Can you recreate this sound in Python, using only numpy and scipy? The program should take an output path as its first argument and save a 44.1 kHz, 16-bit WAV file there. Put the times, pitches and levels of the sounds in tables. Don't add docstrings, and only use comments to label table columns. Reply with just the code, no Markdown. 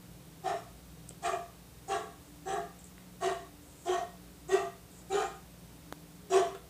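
import sys
import numpy as np
from scipy import signal
from scipy.fft import rfft, irfft, next_fast_len
from scipy.io import wavfile
from scipy.ndimage import uniform_filter1d, map_coordinates

SR = 44100
rng = np.random.default_rng(int(sys.argv[2]) if len(sys.argv) > 2 else 0)


def file_out(sig):
    cols = np.atleast_2d(sig).T
    lim = np.clip(cols, -1, 1)
    pcm = np.round(lim * 32767).astype(np.int16)
    wavfile.write(sys.argv[1], SR, pcm)


def magnitude_from_level(level_db):
    exponent = np.asarray(level_db, float) / 20
    return 10 ** exponent


N = 295313
TIME_S = np.arange(N) / SR

# frequency in Hz, level in dB, width in Hz.
HUM_LINES = [(52.7, -71.5, 3), (58.3, -63, 2.83), (119.3, -66.5, 4.7), (136.6, -69.5, 5.3),
             (161.9, -63, 3.026), (180, -63, 3.92), (3720, -80.5, 130), (8200, -76, 960), (295.2, -67, 4.1),
             (12898, -94, 2.4)]
# frequency in Hz, density in dB per Hz.
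HISS_SPECTRUM = [(120, -19), (200, -4.5), (215, -6.5), (293, -1.5), (321, -7), (351, -5), (714, -10.5),
                 (796, -12), (1770, -18), (2370, -18.5), (15400, -22)]
# frequency in Hz, density in dB per Hz.
RUMBLE_SPECTRUM = [(22, -39), (32, -19), (45, -38), (70, -0.5), (100, -9.5), (170, -8), (240, -22.5),
                   (300, -50)]
# start in seconds, level in dB, width in seconds, coupling time constant in seconds.
GLITCH_STEP = (5.92548, -24, .00038, .0011)
# frequency in Hz, width in Hz, level in dB.
GARAGE_MODES = [(372, 32, 2), (391, 6.9, 3), (421.4, 33, -2), (491, 13, 2.5), (706, 23, 6.5), (676, 20, -7),
                (754.5, 3, -6), (905, 27, 5), (1040, 6.3, -20), (1156, 22, 10), (1290, 8.4, -13),
                (1280, 28, 4), (1397, 3.7, 6), (2000, 14, 5)]
# frequency in Hz, t60 in seconds.
WALL_DECAY = [(300, 0.32), (1200, 0.33), (4000, 0.32), (10000, 0.087)]
# time in seconds, peak in dB, frequency in Hz, t60 in seconds.
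BUMPS = [
    (1.108, -41, 496, 0.018),
    (1.107, -47, 3200, .008),
    (2.981, -40, 2000, 0.006),
    (6.549, -40, 490, 0.081),
    (6.549, -38, 1350, 0.024),
    (6.549, -46, 3400, 0.015),
]
# time in seconds, peak in dB, frequency in Hz, t60 in seconds.
TAG_TICKS = [
    (1.0768, -46, 7850, .005),
    (1.0878, -38, 9280, .004),
    (1.0912, -41, 9500, .002),
    (1.0920, -20, 8240, 0.002),
    (1.0932, -38, 7600, .004),
    (2.79, -45, 8100, 0.008),
    (2.842, -40, 7600, 0.01),
    (2.843, -43, 9600, .009),
]
# start, strongest and end in seconds, level in dB.
TAG_SLIDES = [
    (2.1, 2.25, 2.45, -68),
    (2.788, 2.791, 2.815, -54),
    (2.84, 2.843, 2.895, -56),
    (3.62, 3.84, 3.87, -61),
    (4.3, 4.42, 4.48, -71),
    (4.9, 4.97, 5.05, -60),
]
# start in seconds, length in seconds, pitch in Hz, level in dB.
WHINE_NOTES = [
    (6.2, 0.19, 420, -57.5),
    (4.42, 0.092, 150, -55),
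]

# start in seconds, effort in dB, peak held until in seconds, pitch in Hz, roughness 0-1.
BARK_CALLS = [
    (0.427, -47, 0.072, 372, 1.12),
    (1.215, -40.5, 0.051, 344.3, 0.89),
    (1.872, -43.5, 0.063, 380.6, 0.9),
    (2.447, -48.5, 0.099, 372, 1.1),
    (3.198, -42, 0.068, 372, 0.43),
    (3.845, -44, 0.095, 355.2, 0.51),
    (4.477, -42, 0.081, 367.5, 0.34),
    (5.088, -43, 0.13, 372, 0.96),
    (6.292, -38.5, 0.082, 372, 0.7),
]
# level in dB over effort, surge in seconds after start, surge in dB,
# held until in seconds, pitch climb in Hz.
CHEST_MOVES = [
    (7, 0.048, -6.5, 0.073, 55),
    (-11, 0.14, 8, 0.13, 41),
    (-4.5, 0.06, 9.5, 0.17, 45),
    (4.5, 0.079, 4.5, 0.163, 40),
    (1.5, 0.064, 7, 0.12, 8),
    (3.5, 0.056, 13, 0.1, 22),
    (7.5, .068, 13, 0.079, 28),
    (5.5, 0.063, 11.5, 0.14, 50),
    (6.5, 0.076, 8.5, 0.12, 22),
]
# mouth level in dB over effort, held until in seconds, widest opening 0-1,
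# shut by in seconds, nose level in dB over effort.
JAW_MOVES = [
    (13.5, 0.118, 0.77, 0.11, 4),
    (9, 0.15, 0.61, 0.12, 6),
    (13, .1, 0.86, .2, 6),
    (14, 0.14, 0.91, 0.18, 6.5),
    (10.5, 0.12, 0.2, 0.15, 5.5),
    (9, 0.177, 0.4, 0.114, 4),
    (6, 0.16, 0.37, 0.07, 5.5),
    (9.5, 0.16, 1, .7, 4),
    (8, 0.14, 0.13, 0.22, 3.5),
]
# attack over the usual one, width of the chest surge in seconds.
BARK_PACE = [
    (1.01, .02),
    (1.01, 0.073),
    (1.01, 0.039),
    (1.01, .05),
    (1.01, 0.024),
    (1.01, 0.014),
    (1.01, .015),
    (1.3, 0.015),
    (1.1, 0.034),
]
# frequency in Hz, width in Hz, level in dB.
NOSE_MODES = [
    [(1200, 200, -6), (1785, 41, -2.5)],
    [(1167, 53, 5), (1670, 35, -4), (1870, 61, -22)],
    [(1112, 43, 16.5), (1344, 24, 10.5), (1616, 85, 5)],
    [(1162, 47, 1.5), (1655, 39, -1.5)],
    [(1092, 91, -0.5), (1410, 38, -10), (1604, 40, -10), (2000, 10, -16)],
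    [(1010, 200, 4), (1884, 44, 0)],
    [(1146, 130, 4.5), (1604, 46, -6.5), (1893, 11.5, 10.5)],
    [(1233, 14, -2), (1479, 3.4, -2), (1625, 22, -15.5), (1847, 74, -6.5)],
    [(1050, 125, 10), (1563, 10, 4), (1680, 36, 4), (1850, 8.3, 5)],
]
# frequency in Hz, width in Hz, level in dB.
TEETH_POCKETS = [
    [(2354, 35, -0.5), (2830, 30, -6), (5400, 60, -4), (6760, 51, -12)],
    [(2400, 55, 3), (3200, 300, -2), (6500, 120, -3.5), (8300, 70, -5)],
    [(2760, 18, -4), (5240, 37, -8), (6700, 62, -4), (8170, 38, 0)],
    [(3200, 25, 8), (3860, 39, 8), (6080, 47, 11.5), (7950, 250, 10)],
    [(2860, 100, -2.5), (4670, 54, -15), (5570, 27, -14), (6800, 100, -20)],
    [(3160, 82, 6), (6100, 66, 2), (7070, 49, -7), (7900, 110, -9)],
    [(2664, 17, 9), (3530, 39, 4), (6430, 71, 6), (7900, 34, -3)],
    [(2360, 36, 4), (3100, 73, 4.5), (3960, 99, -1.5), (7050, 35, 4)],
    [(3040, 790, 3), (3800, 42, 2), (5730, 31, 6), (7140, 57, -13)],
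]
# frequency in Hz, width in Hz, level in dB.
CHEST_MODES = [(387, 232, 29.5)]
# frequency in Hz, width in Hz, level in dB.
MOUTH_MODES = [(684, 32, 0), (774, 32, 0), (884, 30, 0)]
# frequency in Hz, width in Hz, level in dB.
SINUS_MODES = [(1017, 92, -16.5), (1387, 43, -14.5), (1847, 120, -8.5)]
# frequency in Hz, width in Hz, level in dB.
LARYNX_MODES = [(492.4, 16.5, 0)]
# frequency in Hz, width in Hz, level in dB.
PALATE_POCKETS = [(3233, 15, -6.5), (3870, 30, -3)]
# frequency in Hz, density in dB per Hz.
BREATH_SPECTRUM = [(280, -28), (340, 7.5), (440, 8.5), (482, -2), (530, 4), (620, -16), (885, 5.5),
                   (960, -53), (1050, 6.5), (1400, -11), (2200, -14.5), (2600, -57)]
# frequency in Hz, density in dB per Hz.
RASP_SPECTRUM = [(1240, -24), (2100, -6.5), (2230, -27), (2340, -5.5), (2980, -5.5), (4640, -12.5),
                 (5290, -12.5), (5700, -10.5), (6110, -10.5), (6640, -7.5), (8040, -7.5), (8950, -14),
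                 (13000, -30)]
ATTACK_S = {"chest": 0.032, "mouth": 0.044, "nose": 0.049, "rasp": 0.049}
RISE_DB = {"chest": 26.5, "mouth": 28.5, "nose": 29.5, "rasp": 16}
RELEASE_DB_PER_S = {"chest": 158, "mouth": 142, "nose": 131, "rasp": 133}
DROP_DB = {"chest": 7, "mouth": 13, "nose": 4, "rasp": 1.5}

BARK_LENGTH_S, DROP_S, NOSE_LAG_S = 0.3, 0.025, 0.026
CLIMB_S, WIDEST_S = 0.12, 0.069
SURGE_ROBS = 0.43
BITE_DB, BITE_AT_S, BITE_S = -1, 0.033, 0.0067
GAPE_S, GAPE_HZ = 0.037, 4600
POCKETS_CLOSE_DB_PER_S = 42
HISS_DB, RUMBLE_DB, JINGLE_SWELL_DB = -57, -62, 7
TOP_HZ = 15525


def unit(x):
    return x / np.sqrt(np.mean(x ** 2) + 1e-20)


def along(points, hz):
    point_hz, value = np.transpose(points)
    return np.interp(np.log(hz + 1), np.log(point_hz + 1), value)


def wobble(rate_hz):
    knots = rng.standard_normal(int(N * rate_hz / SR) + 4)
    return map_coordinates(knots, [TIME_S * rate_hz])


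def drift(length, size):
    return unit(uniform_filter1d(rng.standard_normal(length), size=size))


def filtered(x, response):
    m = next_fast_len(len(x) + SR // 2)
    return irfft(rfft(x, m) * response(np.fft.rfftfreq(m, 1 / SR)), m)[:len(x)]


def shaped(x, spectrum):
    return filtered(x, lambda f: magnitude_from_level(along(spectrum, f)))


def modes(table):
    def response(f):
        return sum((-1) ** k * magnitude_from_level(db) * 1j * f * w / (c * c - f * f + 1j * f * w)
                   for k, (c, w, db) in enumerate(table))
    return response


def steep(table):
    return lambda f: modes(table)(f) ** 2


def hum():
    lines = np.zeros(N)
    for hz, db, width_hz in HUM_LINES:
        level = np.sqrt(2) * magnitude_from_level(db + 3.3 * wobble(width_hz + 1))
        lines += level * np.sin(2 * np.pi * hz * TIME_S + 1.02 * wobble(width_hz + 1))
    hiss = unit(shaped(rng.standard_normal(N), HISS_SPECTRUM))
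    rumble = unit(shaped(rng.standard_normal(N), RUMBLE_SPECTRUM))
    return lines + magnitude_from_level(HISS_DB + 0.13 * wobble(2.55)) * hiss + magnitude_from_level(RUMBLE_DB) * rumble


def glitch():
    start_s, db, width_s, droop_s = GLITCH_STEP

    def step(t):
        return np.heaviside(t, 1) * np.exp(-np.abs(t) / droop_s)
    return magnitude_from_level(db) * (step(TIME_S - start_s) - step(TIME_S - start_s - width_s))


def garage(x):
    hz, t, z = signal.stft(rng.standard_normal(SR // 2), SR, nperseg=256)
    decay = magnitude_from_level(-60 * t / along(WALL_DECAY, hz)[:, None])
    tail = signal.istft(z * decay, SR, nperseg=256)[1]
    late = np.pad(x, (400, 0))
    diffuse = signal.fftconvolve(late, tail / np.linalg.norm(tail))[:N]
    return magnitude_from_level(-1.5) * x + magnitude_from_level(-8) * filtered(x, modes(GARAGE_MODES)) + magnitude_from_level(-9.5) * diffuse


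def taps(events, spread):
    out, t = np.zeros(N + SR), np.arange(SR // 8) / SR
    for start_s, db, hz, t60_s in events:
        blur = 1 + spread * uniform_filter1d(rng.standard_normal(len(t)), size=8)
        ring = np.sin(2 * np.pi * hz * t) * blur
        envelope = magnitude_from_level(db - 60 * t / t60_s) * (1 - np.exp(-t / 0.00005))
        out[round(start_s * SR):][:len(t)] += envelope * ring
    return out[:N]


def tag():
    level = np.zeros(N)
    for *times_s, db in TAG_SLIDES:
        edge_db = db - JINGLE_SWELL_DB
        level += magnitude_from_level(np.interp(TIME_S, times_s, [edge_db, db, edge_db], left=-120, right=-120))
    flicker = rng.standard_normal(N) * magnitude_from_level(2.1 * wobble(130))
    slide = filtered(flicker, modes([(6940, 840, 1.5), (8340, 700, 4.5)]))
    return level * unit(slide) + taps(TAG_TICKS, spread=0.32)


def whine():
    out = np.zeros(N)
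    for start_s, length_s, hz, db in WHINE_NOTES:
        envelope = np.sin(np.pi * np.clip((TIME_S - start_s) / length_s, 0, 1)) ** .5
        out += magnitude_from_level(db) * envelope * np.sin(2 * np.pi * hz * TIME_S + 0.47 * wobble(30))
    return np.sqrt(2) * out


def swell(t, part, held_s, pace):
    after = np.maximum(t - held_s, 0)
    rise = -RISE_DB[part] * np.clip(1 - t / (pace * ATTACK_S[part]), 0, 1) ** 2
    drop = -DROP_DB[part] * np.minimum(after / DROP_S, 1)
    return rise + drop - RELEASE_DB_PER_S[part] * after


def controls(call, chest, jaw, pace, surge_width_s):
    _, effort_db, held_s, pitch_hz, _ = call
    chest_over_db, surge_at_s, surge_peak_db, chest_held_s, climb_hz = chest
    mouth_over_db, mouth_held_s, widest, shut_s, nose_over_db = jaw
    t = np.arange(int(BARK_LENGTH_S * SR)) / SR
    surge_db = surge_peak_db * np.exp(-((t - surge_at_s) / surge_width_s) ** 2)
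    chest_db = effort_db + chest_over_db + swell(t, "chest", chest_held_s, pace) + surge_db
    mouth_db = effort_db + mouth_over_db + swell(t, "mouth", mouth_held_s, pace) - SURGE_ROBS * surge_db
    nose_db = effort_db + nose_over_db + swell(t, "nose", held_s + NOSE_LAG_S, pace)
    bite_db = BITE_DB * np.exp(-((t - pace * BITE_AT_S) / BITE_S) ** 2)
    rasp_db = effort_db + swell(t, "rasp", held_s, pace) + bite_db
    pitch = pitch_hz + climb_hz * np.sin(np.pi / 2 * np.clip(t / CLIMB_S, 0, 1)) ** 2
    opening = widest * np.clip((shut_s - t) / (shut_s - WIDEST_S), .1, 1)
    return chest_db, pitch, opening, mouth_db - chest_db, nose_db - chest_db, rasp_db - chest_db


def folds(pitch, rough):
    n = len(pitch)
    phase = np.cumsum(pitch * (1 + .035 * drift(n, 120))) / SR
    pulses = unit(np.diff(np.floor(phase), prepend=0) * magnitude_from_level(2 * rng.standard_normal(n)))
    gate = 1 + .3 * np.cos(2 * np.pi * phase)
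    return pulses, gate, unit(gate * rng.standard_normal(n))


def steadied(x, share):
    return unit(x / (uniform_filter1d(np.abs(x), size=500) + 0.21) ** share)


def mouth_sound(source, opening):
    opening = np.clip(opening, 0, 1)
    shut, wide, side = (steadied(unit(filtered(source, steep([m]))), share=.65) for m in MOUTH_MODES)
    return magnitude_from_level(-1.0) * np.sqrt(1 - opening) * shut + np.sqrt(opening) * wide + magnitude_from_level(-17.5) * side


def nose_sound(source, nose):
    nostril = modes([(1500, 1300, 0)])
    return unit(filtered(source, lambda f: (modes(nose)(f) + modes(SINUS_MODES)(f)) * nostril(f)))


def patchy(x, depth_db):
    z = signal.stft(x, nperseg=256)[2]
    field = uniform_filter1d(rng.standard_normal(z.shape), size=12, axis=1)
    return signal.istft(z * magnitude_from_level(depth_db * unit(field)), nperseg=256)[1][:len(x)]


def rasp_sound(source, air, gate, teeth):
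    n = len(air)
    t = np.arange(n) / SR
    spit = gate * magnitude_from_level(1.2 * drift(n, 200))
    hiss = shaped(spit * rng.standard_normal(n), RASP_SPECTRUM)
    whistle = np.zeros(n)
    for hz, width_hz, db in teeth + PALATE_POCKETS:
        pocket = filtered(.5 * source + air, steep([(hz, width_hz + hz / 25, db / 2)]))
        whistle += magnitude_from_level(3.8 * drift(n, 900)) * pocket / np.sqrt(hz)
    rasp = unit(patchy(hiss, depth_db=4.0)) + magnitude_from_level(2.5 - POCKETS_CLOSE_DB_PER_S * t) * unit(whistle)
    low = filtered(rasp, lambda f: 1 / (1 + (f / GAPE_HZ) ** 8))
    return unit(rasp - np.clip(1 - t / GAPE_S, 0, 1) ** .5 * low)


def bark(control, rough, nose, teeth):
    chest_db, pitch, opening, mouth_db, nose_db, rasp_db = control
    rough = np.clip(rough, 0, 1)
    pulses, gate, air = folds(pitch, rough)
    source = np.sqrt(1 - rough) * pulses + np.sqrt(rough) * air
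    clear = pulses + 0.51 * rough * air
    chest = filtered(clear, lambda f: steep(CHEST_MODES)(f) / (1 + (300 / (f + 1)) ** 8))
    larynx = filtered(air, steep(LARYNX_MODES))
    breath = shaped(air, BREATH_SPECTRUM)
    voice = unit(chest) + magnitude_from_level(-16.5) * unit(larynx)
    voice += magnitude_from_level(mouth_db) * mouth_sound(source, opening)
    voice += magnitude_from_level(np.maximum(mouth_db, nose_db) - 11.5) * unit(breath)
    voice += magnitude_from_level(nose_db - 0.5) * nose_sound(source, nose)
    voice += magnitude_from_level(rasp_db) * rasp_sound(source, air, gate, teeth)
    return signal.windows.tukey(len(pitch), .08) * magnitude_from_level(chest_db) * voice


def dog():
    out = np.zeros(N)
    rows = zip(BARK_CALLS, CHEST_MOVES, JAW_MOVES, BARK_PACE, NOSE_MODES, TEETH_POCKETS)
    for call, chest, jaw, pace, nose, teeth in rows:
        start_s, rough = call[0], call[4]
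        sound = bark(controls(call, chest, jaw, *pace), rough, nose, teeth)
        out[round(start_s * SR):][:len(sound)] += sound
    return out


def scene():
    inside = dog() + whine() + tag() + taps(BUMPS, spread=1.3)
    return (garage(inside) + hum())[None]


def low_pass(x):
    return signal.sosfilt(signal.butter(12, 16440, fs=SR, output="sos"), x)


def record(dry):
    wire = dry[0] + glitch()
    mix = filtered(wire, lambda hz: hz < TOP_HZ)[None]
    return low_pass(mix)


dry = scene()
out = record(dry)
file_out(out)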